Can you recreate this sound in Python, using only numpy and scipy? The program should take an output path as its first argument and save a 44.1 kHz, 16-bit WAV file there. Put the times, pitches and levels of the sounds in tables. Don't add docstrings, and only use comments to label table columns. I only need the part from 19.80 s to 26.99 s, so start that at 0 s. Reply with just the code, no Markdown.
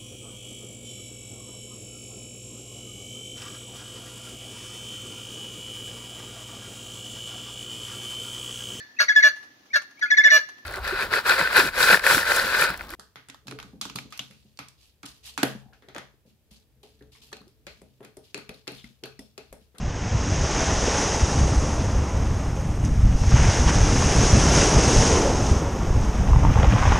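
import sys
import numpy as np
from scipy import signal
from scipy.fft import rfft, irfft, dct, next_fast_len
from scipy.io import wavfile
from scipy.ndimage import uniform_filter1d

SR = 44100
rng = np.random.default_rng(int(sys.argv[2]) if len(sys.argv) > 2 else 0)


def output_pcm(signal):
    pcm = np.clip(np.atleast_2d(signal).T, -1, 1) * 32767
    wavfile.write(sys.argv[1], SR, np.round(pcm).astype(np.int16))


def convert_level_to_amplitude(level_db):
    exponent = np.asarray(level_db, float) / 20
    return 10 ** exponent


N = 317079


def rms_one(x):
    return x / np.sqrt(np.mean(x ** 2) + 1e-20)


def both(a_db, b_db):
    return 10 * np.log10(convert_level_to_amplitude(a_db) ** 2 + convert_level_to_amplitude(b_db) ** 2)


def in_time(rows):
    s, *columns = np.transpose(rows)
    return [np.interp(np.arange(N) / SR, s, c) for c in columns]


def bumps(rows):
    t = np.arange(0, N + 32, 32) / SR
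    return np.array([np.cos(np.pi / 2 * np.clip((t - row[0]) / row[1], -1, 1)) ** 2 for row in rows])


def fine(coarse):
    return np.interp(np.arange(N) / 32, np.arange(len(coarse)), coarse)


def drift(rate):
    r = np.exp(-80 * np.pi * rate / SR)
    noise = rng.standard_normal(N // 40 + 2002)
    slow = signal.lfilter([1], [1, -2 * r, r * r], noise)[2000:]
    return np.interp(np.arange(N) / 40, np.arange(len(slow)), rms_one(slow))


def ring(clicks, hz, t60):
    r = np.exp(-np.log(1000) / (t60 * SR))
    w = 2 * np.pi * hz / SR
    return signal.lfilter([0, np.sin(w)], [1, -2 * r * np.cos(w), r * r], clicks + 1e-18)


def patchy(source, spectrum, shared_db, own_db, rate, count):
    size = next_fast_len(N)
    hz = np.maximum(np.fft.rfftfreq(size, 1 / SR), 1)
    corner_hz, level_db = np.transpose(spectrum)
    gain_db = np.interp(np.log(hz), np.log(corner_hz), level_db, left=-200, right=-200)
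    coloured = rfft(source, size) * convert_level_to_amplitude(gain_db)
    place = np.log(hz / corner_hz[1]) / np.log(corner_hz[-2] / corner_hz[1])
    place = np.clip(place, 0, 1) * (count - 1)
    out = 0
    for k in range(count):
        band = irfft(coloured * np.maximum(1 - abs(place - k), 0), size)[:N]
        out = out + band * convert_level_to_amplitude(shared_db + own_db * drift(rate))
    return rms_one(out)


def evened(x, over_s, depth):
    width = round(over_s * SR)
    level = uniform_filter1d(uniform_filter1d(x ** 2, width), width)
    return rms_one(x / (level + 1e-3) ** (depth / 2))


def hiss():
    # (time [s], level [dB])
    hiss_level = [(0.0, -94), (0.18, -88), (0.75, -75), (1.98, -71.5), (4.48, -67), (4.91, -68.5),
                  (5.25, -66), (6.11, -67.5), (7.19, -66)]
    # (frequency [Hz], density [dB per Hz])
    hiss_colour = [(6760, -34), (11500, -5), (13100, -6), (14000, -10), (14400, -18)]
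    noise = patchy(rng.standard_normal(N), hiss_colour, 0, 0, rate=3, count=1)
    return convert_level_to_amplitude(in_time(hiss_level)[0] + 3.0) * noise


def wind():
    # (time [s], level [dB])
    mean_wind = [(0.0, -27.5), (0.2, -31.5), (0.5, -27), (1.24, -33), (1.6, -29), (2.3, -24.5), (2.9, -25),
                 (3.15, -21.5), (3.6, -18), (4.3, -23.5), (4.65, -20.5), (5.0, -27), (5.6, -26.5),
                 (6.0, -29.5), (6.45, -20.5), (6.8, -17), (7.19, -27.5)]
    # (time [s], half length [s], rumble rise [dB], flutter rise [dB])
    gusts = [(0.26, 0.061, -3, 5.5), (0.5, 0.061, -2, 6.5), (0.361, 0.052, 5.5, 9), (0.63, 0.056, 5.5, 3.5),
             (0.982, 0.18, 4, -0.5), (1.43, .04, 13, 3), (1.609, 0.16, 10, 9.5), (1.78, 0.028, 13.5, 2),
             (2.175, 0.055, 5, 1), (2.757, 0.16, -5, -3.5), (2.38, 0.066, 0, 2), (3.045, 0.048, -1.5, 4),
             (3.254, 0.032, 12.5, 6.5), (3.45, 0.033, -9, 4.5), (3.53, 0.024, 3, 3), (3.97, 0.2, 4, 5),
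             (4.202, 0.061, -1, 6), (4.408, 0.061, 4.5, 8), (4.559, 0.08, 0, 11), (4.78, 0.072, -1, 6),
             (4.978, 0.053, 11, 10.5), (5.07, 0.059, 4, 11), (5.197, 0.059, 10.5, 12), (5.33, 0.044, 7, 0),
             (5.731, 0.063, 11, 7), (6.167, 0.26, 6.5, 2.5), (6.56, 0.056, 3, 5), (6.7, 0.09, -1, 6),
             (6.938, 0.043, -16, 11.5), (7.124, 0.062, 7.5, 2)]
    # (time [s], half length [s], rumble change [dB], flutter change [dB])
    lulls = [(0.16, 0.09, -3, -4), (0.41, 0.035, -1, -4), (0.7, 0.057, -6, -6), (1.24, 0.087, -2, 1),
             (1.49, 0.043, -9, -8), (1.94, 0.035, 0, -5), (2.3, 0.072, -7, -8), (2.56, 0.029, -3, -13),
             (2.86, .05, -4, 1), (2.96, 0.051, -8, -3), (3.39, 0.026, -3.5, -12), (3.74, 0.051, -17, -6),
             (3.94, 0.034, -12, -25), (4.14, .05, -6, 5.5), (4.5, 0.033, -7, -4), (4.92, 0.048, -5, 4),
             (5.8, 0.046, -1, -5), (5.95, 0.14, -1, 0), (6.33, 0.089, -4.5, -5), (6.75, 0.047, -7, -18)]
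    # (frequency [Hz], density [dB per Hz])
    rumble_colour = [(8.8, -52), (15, -7), (48, 2), (65, 4), (90, -5), (120, -11.5), (200, -120)]
    flutter_colour = [(53, -66), (90, 0), (172, -8.5), (240, -13.5), (310, -18.5), (530, -120)]
    # (time [s], peak [dB], pitch [Hz])
    buffets = [(1.413, -12, 83), (1.57, -25, 99.6), (1.763, -42, 72.7), (3.229, 0.5, 77), (3.538, 3, 106),
               (3.683, 1, 90.5), (3.955, -5, 120.1), (4.528, 1.5, 57.7), (4.958, -0.5, 50.4),
               (5.164, 1, 48.6), (5.709, -1, 85.6), (6.515, 1.5, 53.7), (6.65, -0.5, 55.4),
               (6.699, -4.5, 83), (6.759, -1, 106), (6.87, -5, 51.7), (6.933, -1, 148), (7.071, 0, 80)]

    swings = list(gusts) + list(lulls)
    rumble_rise, flutter_rise = np.transpose(swings)[2:] @ bumps(swings)
    mean_db = in_time(mean_wind)[0]
    rumble_db = mean_db + fine(rumble_rise)
    flutter_db = -25.5 + 0.74 * (mean_db + 25) + fine(flutter_rise)
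    lumps = drift(28)
    rumble = patchy(rng.standard_normal(N), rumble_colour, 5.3 * lumps, own_db=2.0, rate=7.9, count=2)
    flutter = patchy(rng.standard_normal(N), flutter_colour, 0.72 * lumps, own_db=-1.0, rate=33, count=2)
    out = convert_level_to_amplitude(rumble_db + 2.76) * evened(rumble, 0.049, 0.99)
    out += convert_level_to_amplitude(flutter_db - 1.3) * evened(flutter, 0.054, 0.87)
    for s, peak_db, hz in buffets:
        t = np.arange(round(2.5 * SR / hz)) / SR * hz
        push = convert_level_to_amplitude(peak_db - 3.0) * np.sin(2 * np.pi * t) * (t / 0.72) * np.exp(1 - t / 0.52)
        at = round(s * SR)
        out[at:at + len(t)] += push[:N - at]
    return out


def ticks():
    # (time [s], peak [dB])
    grain_hits = [
        (3.0503, -25),
        (3.056, -33),
        (6.2494, -31),
        (3.326, -35),
        (3.397, -34),
        (6.143, -39),
        (6.213, -35),
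        (6.798, -34),
    ]
    clicks = np.zeros(N)
    for s, peak_db in grain_hits:
        clicks[round(s * SR)] = convert_level_to_amplitude(peak_db)
    bright = 1.2 * ring(clicks, 6000, .004) - 1.1 * ring(clicks, 9000, .0015)
    return signal.sosfilt(signal.butter(4, [4600, 11300], "band", fs=SR, output="sos"), bright)


def rattle(level_db):
    # (time [s], rate [clicks per s])
    click_rate = [(6.35, 0), (6.6, 60), (6.8, 450), (7.19, 900)]
    born = rng.random(N) < in_time(click_rate)[0] / SR
    clicks = born * convert_level_to_amplitude(3.5 * np.minimum(rng.exponential(1, N), 3)) * rng.choice([-1, 1], N)
    modes = 0.84 * ring(clicks, 1110, 0.0084) - 0.9 * ring(clicks, 1840, 0.0042)
    return convert_level_to_amplitude(level_db) * (modes + 0.54 * ring(clicks, 3070, 0.0022))


def pebbles():
    # (time [s], peak [dB], ring [Hz], crack [dB])
    knocks = [(5.515, -7.5, 690, -32), (6.435, -30, 1310, -44), (6.486, -16, 830, -34),
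              (6.533, -9.5, 1010, -38), (6.56, -9, 910, -31), (6.632, -14, 710, -43), (6.65, -4, 920, -45),
              (6.694, -14, 850, -52), (6.757, -12, 800, -29), (6.774, -7, 900, -34),
              (6.799, -7.5, 850, -21), (6.829, -15, 700, -16), (6.845, -9, 910, -19),
              (6.885, -27, 800, -27), (6.909, -27, 784, -43), (6.923, -31, 506, -17),
              (6.936, -11, 520, -25), (6.982, -10, 1050, -22), (7.027, -7, 1090, -24),
              (7.054, -7, 829, -31), (7.074, -13, 517, -23), (7.121, -5, 850, -15), (7.158, -10, 970, -38),
              (6.506, -20, 1000, -42), (6.637, -11, 970, -32), (6.67, -12, 910, -36),
              (6.701, -16, 1220, -32), (6.818, -16, 690, -36), (6.841, -10, 800, -36),
              (6.871, -18, 1000, -35), (6.911, -17, 1670, -27), (6.962, -18, 890, -32),
              (7.031, -11, 950, -28), (7.059, -17, 790, -26), (7.078, -8, 990, -30), (7.128, -8, 1040, -30),
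              (7.17, -13, 910, -32), (3.326, -31, 2900, -34), (3.436, -22, 900, -29),
              (3.52, -17, 1200, -36), (3.617, -22, 2220, -36), (3.876, -15, 990, -32),
              (3.891, -10, 970, -28), (4.089, -15, 1300, -32), (4.224, -12, 1110, -32),
              (6.765, -11, 490, -35), (6.81, -15, 526, -40), (6.833, -9, 540, -40), (6.851, -13, 503, -34)]
    out, t = np.zeros(N), np.arange(round(.08 * SR)) / SR
    chance = rng.standard_normal((len(knocks), len(t)))
    crack_band = signal.butter(1, [600, 2000], "band", fs=SR, output="sos")
    for (s, peak_db, hz, crack_db), noise in zip(knocks, chance):
        body = np.sin(2 * np.pi * hz * t) * np.exp(-t / 0.005)
        body += .5 * np.sin(2 * np.pi * 1.127 * hz * t) * np.exp(-t / 0.0038)
        crack = signal.sosfilt(crack_band, 2.5 * (t == 0) + noise * np.exp(-t / .0035))
        knock = convert_level_to_amplitude(peak_db - 7.5) * body + convert_level_to_amplitude(crack_db + 10.0) * crack
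        at = round(s * SR)
        out[at:at + len(t)] += knock[:N - at]
    return signal.sosfilt(signal.butter(4, 3200, fs=SR, output="sos"), out)


def hollow():
    # (time [s], half length [s], level [dB], pitch [Hz])
    tubes = [
        (0.88, 0.097, -36, 800),
        (1.085, 0.081, -27, 424),
        (1.19, .12, -35, 860),
        (1.55, .25, -36.5, 820),
        (4.825, 0.072, -26, 416),
        (5.185, .1, -26, 440),
        (5.38, 0.15, -21, 440),
        (5.46, 0.069, -26, 547),
    ]
    t60 = 0.022
    noise = rng.standard_normal(N)
    out = np.zeros(N)
    for (_, _, level_db, hz), hump in zip(tubes, bumps(tubes)):
        hum = rms_one(ring(ring(noise, hz, t60), hz, t60))
        out += convert_level_to_amplitude(level_db) * fine(hump) * hum
    return out


def bubbles(low_hz, high_hz, per_s, cycles, spread_db, clumps):
    sizes = convert_level_to_amplitude(spread_db * np.minimum(rng.exponential(1, N), 5)) * rng.choice([-1, 1], N)
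    born = rng.random(N) < per_s * convert_level_to_amplitude(clumps) / SR
    dealt = rng.integers(0, 11, N)
    out = np.zeros(N)
    for k, hz in enumerate(np.geomspace(low_hz, high_hz, num=11)):
        out += ring(sizes * born * (dealt == k), hz, cycles / hz) * np.sqrt(hz)
    return rms_one(out)


def water(level_db, spectrum, grains, share, surge_db, own_db):
    share = np.clip(share, 0, 1)
    mix = np.sqrt(1 - share ** 2) * rng.standard_normal(N) + share * grains
    coloured = patchy(mix, spectrum, surge_db, own_db, rate=13.0, count=3)
    return convert_level_to_amplitude(level_db) * evened(coloured, 0.044, 0.44)


def slapped(hz):
    # (time [s], half length [s], rise [dB], bubble pitch [Hz])
    slaps = [(0.766, 0.066, 1, 550), (0.817, 0.17, 2.5, 1400), (0.91, 0.024, 5.5, 900),
             (1.135, 0.12, 1.5, 1600), (1.19, 0.19, 2, 800), (3.058, .03, 9, 4000), (1.75, 0.54, 6, 11000),
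             (3.403, .1, -4.5, 2200), (3.564, 0.12, -1, 11000), (3.566, 0.068, 2.5, 1800),
             (3.713, 0.061, 2, 3950), (3.837, .05, -3, 3000), (3.895, 0.049, 6, 2000),
             (3.398, .05, 2.5, 7000), (0.148, 0.33, 2, 2500), (4.427, 0.037, 3.5, 350),
             (4.807, 0.15, 4, 11000), (4.795, 0.1, 5, 2540), (4.974, 0.043, 3.5, 500),
             (5.015, 0.018, -5, 400), (5.172, 0.11, 1.5, 400), (5.206, 0.24, 2, 6000),
             (5.368, 0.03, 4.5, 900), (5.42, 0.05, 1.5, 297), (5.555, 0.3, 4.5, 12000),
             (5.724, 0.15, 4.5, 7000), (5.824, 0.029, 3.5, 350), (6.242, 0.038, 3, 4930),
             (3.672, 0.23, 4, 1400), (6.372, 0.06, 2, 1810), (7.076, 0.095, 3, 2500),
             (6.925, .04, -12, 300)]
    _, _, rise_db, pitch = np.transpose(slaps)
    reach_octaves = 1.14
    nearness = np.exp(-(np.log2(pitch / hz) / reach_octaves) ** 2)
    return fine(rise_db * nearness @ bumps(slaps))


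def surf_levels():
    # (time [s], level [dB])
    foam_level = [(0.0, -47.5), (0.53, -34.5), (0.84, -30), (1.0, -30.5), (1.2, -28), (1.75, -39.5),
                  (2.31, -43), (3.0, -50), (3.33, -44.5), (3.57, -30.5), (4.1, -29.5), (4.45, -26),
                  (4.8, -26), (5.3, -26), (5.55, -36), (5.9, -44), (6.6, -44), (7.19, -36.5)]
    # (time [s], level [dB])
    tumble_level = [(0.0, -43.5), (0.5, -35.5), (0.8, -30.5), (1.2, -30), (1.75, -30.5), (2.4, -36.5),
                    (3.2, -43.5), (3.48, -39), (3.57, -32), (4.3, -27), (4.8, -22), (5.4, -23.5),
                    (5.6, -26.5), (6.0, -33), (6.45, -36), (7.19, -33.5)]
    # (start [s], rise time [s], roar [dB], splash [dB])
    start, rise, back_roar_db, back_splash_db = (6, 1.3, -29.5, -32)

    t = np.arange(N) / SR
    foam = in_time(foam_level)[0] + 30
    tumble = in_time(tumble_level)[0] + 30
    back_db = 20 * np.log10(np.clip((t - start) / rise, 1e-3, 1) ** 1.2)
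    pocket_db = -29 + 0.88 * tumble
    roar_db = both(-29.5 + 0.62 * tumble + 0.14 * foam, back_roar_db + back_db)
    splash_db = both(-33 + 0.13 * tumble + 0.63 * foam, back_splash_db + 1.6 * back_db)
    fizz_db = foam - 30
    spray_db = both(-45 + 1.37 * foam, -56.5) - 21.5 * np.exp(-t / 0.49)
    return (pocket_db + slapped(hz=350), roar_db + slapped(hz=800), splash_db + slapped(hz=2000),
            fizz_db + slapped(hz=6000), spray_db + slapped(hz=9000))


def surf():
    # (frequency [Hz], density [dB per Hz])
    pocket_colour = [(140, 5.5), (240, -1.5), (362, -2), (409, -2.5), (600, -3.5), (780, -29), (1320, -120)]
    roar_colour = [(350, -7.5), (600, -5.5), (855, -5.5), (1400, -11), (1820, -40), (3080, -120)]
    splash_colour = [(820, -36), (1400, -1), (3130, -8.5), (3750, -11.5), (4350, -20.5), (5720, -10),
                     (9680, -120)]
    fizz_colour = [(2590, -5.5), (4350, -10), (4800, -5), (5190, -0.5), (6100, 2), (6650, -1.5),
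                   (7300, -10), (8500, -17.5), (11000, -42), (18700, -120)]
    spray_colour = [(5000, -17.5), (8500, -0.5), (10900, -9.5), (11500, -15.5), (15000, -61), (22000, -120)]

    surge = 0.33 * drift(7.6) + 0.76 * drift(30)
    pocket_db, roar_db, splash_db, fizz_db, spray_db = surf_levels()
    pockets = bubbles(264.0, 542, per_s=300, cycles=6.9, spread_db=1.5, clumps=.5 * surge)
    roar = bubbles(637, 1276, per_s=900, cycles=9.9, spread_db=1.0, clumps=0.73 * surge)
    splash = bubbles(1640, 3230, per_s=2500, cycles=7.9, spread_db=0.5, clumps=0.84 * surge)
    fizz = bubbles(3600, 11500, per_s=8000, cycles=5.5, spread_db=2.5, clumps=0.92 * surge)
    return (water(pocket_db, pocket_colour, pockets, 0.3, 0.12 * surge, own_db=-0.3)
            + water(roar_db - .4, roar_colour, roar, 0.22, 0.17 * surge, own_db=0.7)
            + water(splash_db - .3, splash_colour, splash, 0.41, 0.41 * surge, own_db=0.25)
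            + water(fizz_db, fizz_colour, fizz, 0.54, 0.31 * surge, own_db=0.55)
            + water(spray_db, spray_colour, fizz, .35, .6 * surge, own_db=.8))


def scene():
    mono = wind() + surf() + hollow() + pebbles() + rattle(level_db=-30.5) + ticks()
    return np.tile(mono, (2, 1))


def split():
    # (time [s], length [s], level [dB], low edge [Hz], high edge [Hz])
    s, length, level_db, low_hz, high_hz = (4.506, .04, -30.5, 5120, 6330)
    t = np.clip((np.arange(N) / SR - s) / length + .5, 0, 1)
    burst = rfft(rng.standard_normal(N) * np.sin(np.pi * t))
    hz = np.fft.rfftfreq(N, 1 / SR)
    band = irfft(burst * (hz > low_hz) * (hz < high_hz), N)
    return convert_level_to_amplitude(level_db) * band / np.sqrt(2 * (high_hz - low_hz) / SR) * np.array([[1], [-1]])


def coarse_treble(x, masking_db, waver_db):
    # (frequency [Hz], level over step [dB])
    step_fineness = [(5500, 22), (7000, 9), (8300, 1), (9300, -6), (11000, -8.5), (12500, -7),
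                     (14000, -7.5), (14450, -10)]
    hop, lead = 1024, 2048 - 53
    window = signal.windows.kaiser_bessel_derived(2 * hop, 4 * np.pi)
    blocks = np.pad(x, (lead, 2 * hop + (-N - lead) % hop), mode="reflect").reshape(-1, hop)
    a, b, c, d = np.split(np.hstack([blocks[:-1], blocks[1:]]) * window, 4, axis=1)
    lines = dct(np.hstack([-c[:, ::-1] - d, a - b[:, ::-1]]), type=4, norm="ortho")
    hz = (np.arange(hop) + .5) * SR / (2 * hop)
    power = uniform_filter1d(uniform_filter1d(lines ** 2, size=32, axis=1), size=5, axis=0)
    level = np.sqrt(power + 1e-20)
    picks = rms_one(uniform_filter1d(rng.standard_normal((len(lines), 128)), size=3, axis=0))
    waver = np.repeat(picks, 8, axis=1)
    step = level * convert_level_to_amplitude(waver_db * waver - np.interp(hz, *np.transpose(step_fineness), left=60))
    port = level[:, (hz > 5000) & (hz < 7000)].mean(axis=1, keepdims=True)
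    step = np.maximum(step, port * convert_level_to_amplitude(masking_db + waver_db * waver) * (hz > 11400))
    lines = np.sign(lines) * np.floor(abs(lines) / step + .4) * step * (hz < 14470)
    p, q = np.split(dct(lines, type=4, norm="ortho"), 2, axis=1)
    frames = np.hstack([q, -q[:, ::-1], -p[:, ::-1], -p]) * window
    out = frames[:, :hop] + np.vstack([np.zeros(hop), frames[:-1, hop:]])
    return out.ravel()[lead:lead + N]


def roll_off(x):
    return signal.sosfilt(signal.butter(12, 14980, fs=SR, output="sos"), x)


def record(dry):
    ported = dry[0] + .6 * signal.lfilter(*signal.iirpeak(6500, 22, fs=SR), dry[0])
    sound_top = signal.cheby1(8, .5, 11500, fs=SR, output="sos")
    amplified = signal.sosfilt(sound_top, 0.98 * np.tanh(ported / 1.035)) + hiss()
    mono = coarse_treble(amplified, masking_db=-32, waver_db=3.5)
    return roll_off(mono + split())


dry = scene()
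out = record(dry)
output_pcm(out)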